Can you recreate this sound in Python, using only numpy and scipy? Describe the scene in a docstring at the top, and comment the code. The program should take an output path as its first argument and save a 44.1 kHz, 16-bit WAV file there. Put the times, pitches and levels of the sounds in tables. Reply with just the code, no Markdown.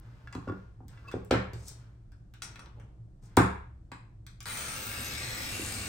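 """Scoring stained glass

On a paper-covered wooden bench, steel pliers are put down and ring; the sheet slides, then drops flat
with a knock. A cutter is picked up and set on the edge with sharp clicks and one hard snap. Its wheel
is pushed across the sheet, crushing a fine score line: a gritty hiss, coloured by the modes of the
glass, over a rolling rumble. The small workshop echoes and hums low."""
import sys
import numpy as np
from scipy import signal
from scipy.fft import rfft, irfft
from scipy.io import wavfile
from scipy.ndimage import uniform_filter1d

SR = 44100
rng = np.random.default_rng(int(sys.argv[2]) if len(sys.argv) > 2 else 0)


def put_to_file(sound):
    """Save the sound as 16-bit audio at rate SR, in the file named by the first command-line argument."""
    columns = np.atleast_2d(sound).T  # one column per channel
    safe = np.clip(columns, -1, 1)
    whole_steps = np.round(safe * 32767)
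    wavfile.write(sys.argv[1], SR, whole_steps.astype(np.int16))


N = 259308
TIME = np.arange(N) / SR
STROKE_START_S = 4.456   # the wheel bites


def from_db(db):
    """Decibels to gain."""
    return 10 ** (np.asarray(db) / 20)


def rms_one(x):
    """Scale to rms 1."""
    return x / np.sqrt(np.mean(x ** 2) + 1e-20)


def at_hz(points, hz):
    """Interpolate (f, value) points over log frequency."""
    f, value = np.transpose(points)
    return np.interp(np.log(np.maximum(hz, 1)), np.log(f), value)


def colour(x, spectrum):
    """Shape steady noise with a spectrum; rms 1."""
    gain = from_db(at_hz(spectrum, np.fft.rfftfreq(N, 1 / SR)))
    return rms_one(irfft(rfft(x) * gain, N))


def butter(x, kind, hz, order=2):
    """Butterworth low- or high-pass."""
    return signal.sosfilt(signal.butter(order, hz, kind, fs=SR, output="sos"), x + 1e-18)


def add(track, s, sound):
    """Mix a short sound in at time s."""
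    part = track[round(s * SR):][:len(sound)]
    part += sound[:len(part)]


def ring(x, hz, t60_s):
    """One mode: a unit impulse starts a decaying sine of height 1."""
    r, w = from_db(-60 / (t60_s * SR)), 2 * np.pi * hz / SR
    return signal.lfilter([0, np.sin(w)], [1, -2 * r * np.cos(w), r * r], x + 1e-18)


def resonance(x, hz, width_hz):
    """Band-pass, peak gain 1."""
    r, w = np.exp(-np.pi * width_hz / SR), 2 * np.pi * hz / SR
    numerator = np.array([1, 0, -1]) * (1 - r * r) / 2
    return signal.lfilter(numerator, [1, -2 * r * np.cos(w), r * r], x + 1e-18)


def diffuse(size):
    """White stereo noise, alike left and right in the bass and top treble."""
    # diffuse-field coherence: f/Hz, left-right correlation
    coherence = [(60, 0.99), (150, 0.96), (300, 0.77), (600, 0), (6800, 0), (8500, .7), (11000, 1)]
    mid, side = rfft(rng.standard_normal((2, size)))
    alike = np.clip(at_hz(coherence, np.fft.rfftfreq(size, 1 / SR)), -1, 1)
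    return irfft(np.sqrt((1 + alike) / 2) * mid + np.sqrt((1 - alike) / 2) * side * [[1], [-1]], size)


def grains(per_s, spread_db):
    """Tiny impulses of uneven size at random moments; rms 1."""
    sizes = from_db(spread_db * np.minimum(rng.exponential(1, N), 5)) * rng.standard_normal(N)
    return rms_one(sizes * (rng.random(N) < per_s / SR))


def rub(s, length_s, attack_s=0.007, release_s=0.099):
    """Envelope of one rub: rise, hold, decay."""
    rise = np.clip((TIME - s) / attack_s, 0, 1)
    return rise * np.exp(-np.maximum(TIME - s - length_s, 0) / release_s)


def struck(touches, modes, reach_oct, spill=0):
    """Every touch rings the same modes; the contact point favours those near one frequency."""
    s, db, favoured_hz = np.transpose(touches)
    onsets = np.round(s * SR).astype(int)
    out = np.zeros(N)
    for hz, mode_db, t60_s in modes:
        coupling = spill + 1 / (1 + (np.log2(hz / favoured_hz) / reach_oct) ** 2)
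        impulses = np.bincount(onsets, from_db(db + mode_db) * coupling, N)
        out += ring(impulses, hz, t60_s)
    return butter(out, "high", hz=800)   # the rings carry no bass


def background(hum_db=-50, air_db=-72):
    """Low hum and faint air noise fill the room."""
    # hum spectrum: f/Hz, level/dB
    hum = [(18, -21), (28, -7.5), (45, -5), (65, -3.5), (85, -20.5), (111, 1.5), (140, -14), (185, -17.5),
           (240, -30), (320, -24.5), (450, -42), (700, -36.5), (2000, -81.5)]
    # air spectrum: f/Hz, level/dB
    air = [(150, 3), (400, 2.5), (800, -7), (1400, -9.5), (2500, -20.5), (5000, -22.5), (9000, -24),
           (12000, -36), (16000, -48)]
    return from_db(hum_db) * colour(diffuse(N), hum) + from_db(air_db) * colour(diffuse(N), air)


def sliding(gain_db=-3):
    """Paper fibres catch and let go under glass and tools."""
    # slides: t/s, length/s, level/dB
    slides = [(0, 0.58, -64), (.885, 0.18, -63), (1.07, 0.03, -60), (1.535, 0.28, -64.5),
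              (2.43, 0.057, -58), (3.22, 0.2, -67)]
    # paper friction spectrum: f/Hz, level/dB
    spectrum = [(300, 20.5), (1500, 12.5), (3000, 3.5), (5000, 1.5), (8000, -7.5), (11000, -8),
                (16000, -13.5)]
    level = sum(from_db(db + gain_db) * rub(s, length_s) for s, length_s, db in slides)
    return level * colour(grains(per_s=13000, spread_db=2.5), spectrum)


def pliers():
    """Light touches set the steel pliers ringing."""
    # touches: t/s, level/dB, favoured f/Hz
    clinks = [(.274, -41, 1650), (.2745, -58, 1200), (.3275, -50, 4840), (.328, -39, 1850),
              (.478, -43, 1420), (.479, -64, 2700), (.486, -41, 1130), (.497, -42, 1420), (.522, -46, 1600),
              (.932, -56.5, 1540), (.975, -47, 1820), (1.114, -43.5, 1550), (1.121, -57, 3430)]
    # plier modes: f/Hz, level/dB, t60/s
    modes = [(1122, 4.5, 0.096), (1414, 4, 0.1), (1660, 2, 0.028), (2005, -6, 0.067), (2240, -4, 0.086),
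             (2690, 5, 0.11), (3430, 2, 0.12), (4140, -7, 0.13), (4840, -0.5, 0.062), (5500, -6, 0.11),
             (7500, -11, 0.082)]
    return struck(clinks, modes, reach_oct=0.12, spill=0.054)


def snap(spectrum, tilt_db_per_oct, size=2048):
    """Minimum-phase pulse with a tilted spectrum; energy 1."""
    hz = np.maximum(np.fft.rfftfreq(size, 1 / SR), 500)
    magnitude = from_db(at_hz(spectrum, hz) + tilt_db_per_oct * np.log2(hz))
    cepstrum = irfft(np.log(magnitude))
    cepstrum[size // 2:] = 0
    pulse = irfft(np.exp(2 * rfft(cepstrum)))
    return pulse / np.linalg.norm(pulse)


def clicks(chip_db=-4, chip_s=0.0011, size=600):
    """Steel and glass edges snap into place with a millisecond of chipping."""
    # edge contacts: t/s, level/dB, tilt/(dB/oct)
    contacts = [(0.3266, -34, -4.5), (.351, -38, 0.5), (.882, -38.5, 3), (1.0843, -43, -0.5),
                (1.115, -35, -3.5), (1.121, -37.5, -5), (1.141, -52, -8), (1.248, -41, 6),
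                (1.3099, -12, -7.5), (1.329, -31, 4.5), (1.534, -34.5, 0), (1.6838, -26.5, 6.5),
                (2.1195, -48.5, -3.5), (2.3385, -41, -3.5), (2.4207, -29.5, -1), (2.558, -37.5, -2),
                (2.593, -35, -4.5), (2.66, -41, -7), (2.799, -45, -4), (3.369, -9, 4),
                (3.3724, -4.5, -12.5), (3.9177, -28, -6), (4.266, -31.5, 4.5), (4.405, -29.5, -0.5),
                (4.429, -31, 9), (4.4572, -26, -4)]
    # click spectrum: f/Hz, level/dB
    spectrum = [(200, -36), (800, -5.5), (1500, -1), (2200, -0.5), (3000, -5), (4000, -2.5), (6000, -5),
                (9000, -4), (12000, -10.5), (15000, -6.5)]
    out, t = np.zeros(N), np.arange(size) / SR
    for s, db, tilt in contacts:
        chips = (t == 0) + from_db(chip_db) * rng.standard_normal(size) * np.exp(-t / chip_s)
        pulse = np.convolve(chips, snap(spectrum, tilt))
        add(out, s, 2 * from_db(db) * pulse / np.linalg.norm(pulse))
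    return butter(out, "high", hz=600)   # small edges radiate no bass


def swing(hz, cycles, size=4000):
    """A sine that falls to 1/e in the given cycles."""
    t = np.arange(size) / SR
    return np.sin(2 * np.pi * hz * t) * np.exp(-hz * t / cycles)


def knocks(thud_lag_s=0.00351, settle_lag_s=0.01417, settle_db=-8.5, bench_db=-27):
    """Blunt contact; the board gives way with a thud, settles lower and weaker, and rings on."""
    # blows: t/s, level/dB, contact f/Hz, thud over contact/dB, thud f/Hz
    blows = [(0.351, -29.5, 1060, 5.5, 273), (0.474, -31, 555, 6.5, 243), (0.485, -42, 925, 11, 325),
             (0.495, -33.5, 1190, 12.5, 333), (.805, -43.5, 794, 1.5, 275), (0.851, -45, 236, 6, 77.5),
             (1.1371, -38, 930, 20.5, 417), (1.3082, -23.5, 1350, 15.5, 528), (1.3231, -21, 1170, 10, 332),
             (1.341, -24.5, 1400, 5.5, 525), (1.36, -30.5, 1580, 0.5, 420), (1.533, -35.5, 366, 3, 123),
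             (3.373, -5, 986, 2.5, 321), (3.3748, -11, 1600, -11, 520), (3.918, -44.5, 593, 7, 270),
             (5.596, -28, 325, -20, 106)]
    # bench modes: f/Hz, level/dB, t60/s
    modes = [(71, -27.5, 0.94), (115.6, -13.5, 0.23), (191, -29.5, 0.25), (300, -32.5, 0.2),
             (420, -28.5, 0.3), (530, -29.5, .2), (962, -23, 0.17), (1482, -27, 0.12), (1660, -24.5, 0.14)]
    push = np.zeros(N)
    for s, db, hz, thud_db, thud_hz in blows:
        thud_gain = from_db(db + thud_db)
        add(push, s, from_db(db) * swing(hz, cycles=1.33))
        add(push, s + thud_lag_s, thud_gain * swing(thud_hz, cycles=0.93))
        add(push, s + settle_lag_s, thud_gain * from_db(settle_db) * swing(0.6 * thud_hz, cycles=0.87))
    push = butter(push, "low", hz=1900, order=4)   # paper softens the blow
    push = butter(push, "high", hz=105)   # little deep bass in the blow
    bench = sum(from_db(db) * ring(push, hz, t60_s) for hz, db, t60_s in modes)
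    return push + from_db(bench_db) * bench


def sheet_taps():
    """The sheet rings briefly as it lands or the cutter touches it."""
    # taps: t/s, level/dB, favoured f/Hz
    taps = [(.351, -48, 3200), (1.311, -35, 5260), (2.339, -73, 2220), (2.42, -41.5, 1490),
            (2.4215, -37.5, 4200), (2.558, -46, 2250), (2.594, -47, 2240), (2.659, -57.5, 4240),
            (3.37, -29.5, 3780), (3.917, -50, 1900)]
    # modes of the sheet on paper: f/Hz, level/dB, t60/s
    modes = [(1430, 3, 0.03), (1790, -2, 0.028), (2610, -4, 0.03), (3350, -2, 0.02), (3950, -2, 0.03),
             (4450, -1, 0.02), (5060, -4, 0.02), (5890, -2, 0.03), (7900, -3, .015), (9100, -1, 0.015)]
    return struck(taps, modes, reach_oct=0.77)


def squeaks(waver=0.01):
    """Steel sticks and slips on glass, feeding single modes of wavering pitch."""
    # squeak tones: t/s, length/s, level/dB, f/Hz
    tones = [(1.041, 0.029, -57, 1130), (1.044, .04, -61, 1660), (1.043, 0.035, -56, 1380),
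             (1.073, 0.03, -47, 2635), (1.081, 0.018, -45.5, 1097), (1.078, .018, -57, 4830)]
    pitch_ratio = 1 + waver * rms_one(uniform_filter1d(rng.standard_normal(N), 100))
    out = np.zeros(N)
    for s, length_s, db, hz in tones:
        arch = np.sin(np.pi * np.clip((TIME - s) / length_s, 0, 1))
        out += from_db(db) * arch * np.sin(2 * np.pi * hz * np.cumsum(pitch_ratio) / SR)
    return out


def rattles():
    """Loose glass and tools chatter after a hard knock and come to rest."""
    # jolts: t/s, level/dB, decay/s
    jolts = [(1.322, -32, 0.033), (3.379, -28, .025)]
    # chatter spectrum: f/Hz, level/dB
    spectrum = [(200, -17.5), (420, 0), (700, -1.5), (1150, -3), (1600, -3.5), (2100, -4.5), (2800, -21),
                (8000, -51.5)]
    level = sum(from_db(db) * (TIME > s) * np.exp(-np.maximum(TIME - s, 0) / decay_s)
                for s, db, decay_s in jolts)
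    return level * colour(grains(per_s=1500, spread_db=1), spectrum)


def scraping(ramp_s=0.019):
    """The cutter's steel drags over paper or glass: a gritty swish that swells or fades."""
    # drags: t/s, length/s, end level/dB, swell/dB
    drags = [(1.526, 0.13, -61, 12), (1.649, 0.033, -46, 26), (2.417, 0.032, -53, -12),
             (3.212, 0.048, -68.5, 6.5)]
    # steel friction spectrum: f/Hz, level/dB
    spectrum = [(1500, -23), (3300, -13.5), (5000, -0.5), (6500, -1.5), (8700, 0.5), (10500, -8),
                (15000, -17)]
    level = np.zeros(N)
    for s, length_s, end_db, swell_db in drags:
        remaining = np.clip(1 - (TIME - s) / length_s, 0, 1)
        level += from_db(end_db - swell_db * remaining) * rub(s, length_s, ramp_s, ramp_s)
    return level * colour(grains(per_s=9000, spread_db=3.5), spectrum)


def brushing(gain_db=-4):
    """The hand rubs softly over the paper."""
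    # hand strokes: t/s, length/s, level/dB
    strokes = [(1.53, 0.023, -52), (2.58, 0.021, -55), (2.75, 0.053, -58)]
    # skin friction spectrum: f/Hz, level/dB
    spectrum = [(200, 18), (750, 10.5), (1500, -13.5), (3000, -12.5), (8000, -28.5)]
    level = sum(from_db(db + gain_db) * rub(s, length_s) for s, length_s, db in strokes)
    return level * colour(rng.standard_normal(N), spectrum)


def cutter_head():
    """The cutter's head rings as it is set on the glass."""
    # touches: t/s, level/dB, favoured f/Hz
    touches = [(2.4205, -49.5, 6470), (2.594, -65.5, 6100)]
    # head modes: f/Hz, level/dB, t60/s
    modes = [(5480, -2, .2), (5660, -5, .14), (5810, 0, .22), (5970, -4, .14), (6300, -3, .17),
             (7620, -4, .16), (8620, -4, .14), (9100, 3, .17)]
    return struck(touches, modes, reach_oct=1)


def glass_ring(crush, count=100):
    """Dense plate modes swell and fade as the wheel travels, short waves faster; rms 1."""
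    centres_hz, spacing_hz = np.linspace(1900, 15000, count, retstep=True)
    out = 0
    for hz, (detune, place) in zip(centres_hz, rng.random((count, 2))):
        nodes_per_s = 2.22 * np.sqrt(hz / 3000)
        standing_wave = np.sin(np.pi * (nodes_per_s * TIME[:len(crush)] + 2 * place))
        out += resonance(crush * standing_wave, hz + spacing_hz * detune, width_hz=40)
    return rms_one(out)


def scoring(full_cm_per_s=12.47, run_up_s=0.83, judder_db=2.5, ring_db=-5.5,
            hiss_db=-46, rumble_db=-44.5):
    """The wheel crushes tiny chips and rumbles over ripples; sheet modes swell at their antinodes."""
    # rolling spectrum: f/Hz, level/dB
    roll_spectrum = [(40, -7), (70, 8.5), (115, 4), (170, -5), (290, -2), (400, -15), (500, -7), (700, -21),
                     (1500, -34)]
    # chipping spectrum: f/Hz, level/dB
    crush_spectrum = [(300, -6.5), (600, 0), (1000, -3.5), (1350, -3), (2400, 2), (3100, -4.5), (3900, -1),
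                      (5500, -4), (7200, -5.5), (8500, 1), (10000, -11.5), (11300, -5), (12300, -8),
                      (14000, -6.5), (16000, -11)]
    # strongest sheet modes: f/Hz, width/Hz, level/dB, antinode along the cut/cm, reach/cm
    modes = [(1350, 160, 3.5, 0.61, 4.5), (1980, 140, 3.5, 7.2, 1.6), (2570, 63, -9, 1.3, 2.5),
             (2720, 120, 12, 10, 1), (3900, 200, 2, 3.1, 0.7), (3800, 180, 4.5, 9.5, 1.3),
             (4170, 130, 10, 7.4, 0.82), (4400, 420, 0, 12.1, 1.7), (5240, 410, 6, 6.2, 0.97),
             (5190, 370, 7.5, 8.6, 1), (6100, 110, 7, 2.2, 1.4), (6070, 800, 7, 5.16, 0.37),
             (7000, 1200, 3, 10.65, 1.5), (8350, 110, 9.5, 4.55, 0.43), (8720, 120, 6, 11, 0.48),
             (8330, 130, 5.5, 12.8, 0.62), (9100, 730, 6, 12, 0.88), (9340, 66, 21.5, 0.41, 3.1),
             (9900, 250, -1, 5.2, .9), (9500, 250, 3, 12, 1.5), (10720, 140, 18.5, 10.6, 1.66),
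             (11750, 130, 16.5, 5.1, 0.8), (12800, 240, 9, 3.3, 0.76), (13600, 170, 12, 7.5, 3.7),
             (14000, 170, 20, 3.2, 0.63), (13900, 150, 16, 4.7, .6), (14270, 150, 16, 9, 1.5),
             (14000, 150, 11, 0.71, .6), (15420, 170, 20, 0.89, 0.57), (15430, 170, 21, 3.2, 0.8),
             (15200, 100, 16, 8.4, 0.43), (15500, 250, 9, 12.5, 0.84)]
    rolling = TIME > STROKE_START_S
    speed = 1 - 0.46 * np.exp(-(TIME[rolling] - STROKE_START_S) / run_up_s)   # share of full speed
    travel_cm = full_cm_per_s * np.cumsum(speed) / SR
    ripples = colour(rng.standard_normal(N), roll_spectrum)[rolling]
    crush = colour(grains(per_s=20000, spread_db=1.73), crush_spectrum)[rolling]
    crush *= from_db(judder_db * ripples)   # bumps press the wheel in harder
    hiss = crush + from_db(ring_db) * glass_ring(crush)
    for hz, width_hz, db, antinode_cm, reach_cm in modes:
        nearness = np.exp(-((travel_cm - antinode_cm) / reach_cm) ** 2)
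        hiss += from_db(db) * nearness * resonance(crush, hz, width_hz)
    out = np.zeros(N)
    out[rolling] = from_db(hiss_db) * speed ** 0.18 * hiss + from_db(rumble_db) * speed ** 1.77 * ripples
    return out


def along_the_cut(count=4):
    """Crossfades between the places the wheel passes, so its echoes keep changing."""
    passes_s, step_s = np.linspace(STROKE_START_S, TIME[-1], count, retstep=True)
    return [np.cos(np.pi / 2 * np.clip((TIME - s) / step_s, -1, 1)) for s in passes_s]


def room_response(early_db=-10, early_s=0.02, first_wall_s=0.0021, size=36000, bands=20):
    """Brief scatter from nearby things and a tail that dies band by band."""
    # room decay: f/Hz, t60/s
    decay = [(80, 0.54), (250, 0.27), (600, 0.44), (1200, 0.43), (2200, 0.47), (3200, 0.45), (5000, 0.36),
             (9000, 0.32), (16000, 0.27)]
    # echo spectrum: f/Hz, level/dB
    spectrum = [(60, -12.5), (150, 1), (350, -2.5), (700, -2.5), (1300, 7), (2100, 2.5), (3100, 3.5),
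                (4200, -1.5), (6000, -1), (9000, -3.5), (16000, -21.5)]
    t, hz = np.arange(size) / SR, np.fft.rfftfreq(size, 1 / SR)
    noise = rfft(diffuse(size))
    onset = np.minimum(t / first_wall_s, 1) ** 2
    scatter = from_db(early_db) * np.exp(-t / early_s)
    centres_hz = np.geomspace(60, 16000, bands)
    out = 0
    for centre_hz, share in zip(centres_hz, np.eye(bands)):
        weight = at_hz(np.c_[centres_hz, share], hz)
        tail = from_db(-60 * t / at_hz(decay, centre_hz))
        band = irfft(noise * weight, size) * (tail + scatter) * onset
        band *= np.sqrt(2 * np.mean(weight ** 2) / np.sum(band ** 2))   # energy independent of decay
        out += from_db(at_hz(spectrum, centre_hz)) * band
    return out


def workshop(x, wet_db, places=(1,)):
    """Direct sound plus echoes; each place on the bench has its own."""
    echoes = sum(signal.fftconvolve([x * share], room_response(), axes=1)[:, :N] for share in places)
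    return x + from_db(wet_db) * echoes


def scene():
    """The work on the bench, heard in the room."""
    steel = pliers() + squeaks()
    mix = workshop(knocks() + rattles(), wet_db=0.5)
    mix += workshop(clicks(), wet_db=6)
    mix += workshop(steel, wet_db=-8.5)
    mix += workshop(sheet_taps() + cutter_head(), wet_db=-3.5)
    mix += workshop(sliding() + brushing() + scraping(), wet_db=1.5)
    mix += workshop(scoring(), wet_db=3, places=along_the_cut())
    return mix + background()


def record(dry, ceiling=1.2, cutoff_hz=15800):
    """Two microphone ports differ in phase and presence; peaks are rounded, the top is cut."""
    # port phase: f/Hz, lead of the left/rad
    port_phase = [(0, 0), (4500, 1), (7500, .6), (8500, 0), (10200, -3.14), (12000, -6.28), (13750, -9.42),
                  (15500, -12.57), (17000, -13)]
    lead_rad = np.interp(np.fft.rfftfreq(N, 1 / SR), *np.transpose(port_phase))
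    left = irfft(rfft(dry[0]) * np.exp(1j * lead_rad), N)
    ports = np.array([left, dry[1]])
    ports += [[0.45], [-0.45]] * resonance(ports, hz=5040, width_hz=3400)   # peak left, dip right
    rounded = ceiling * np.tanh(ports / ceiling)
    return signal.sosfilt(signal.ellip(10, 0.1, 80, cutoff_hz, fs=SR, output="sos"), rounded)


dry = scene()
out = record(dry)
put_to_file(out)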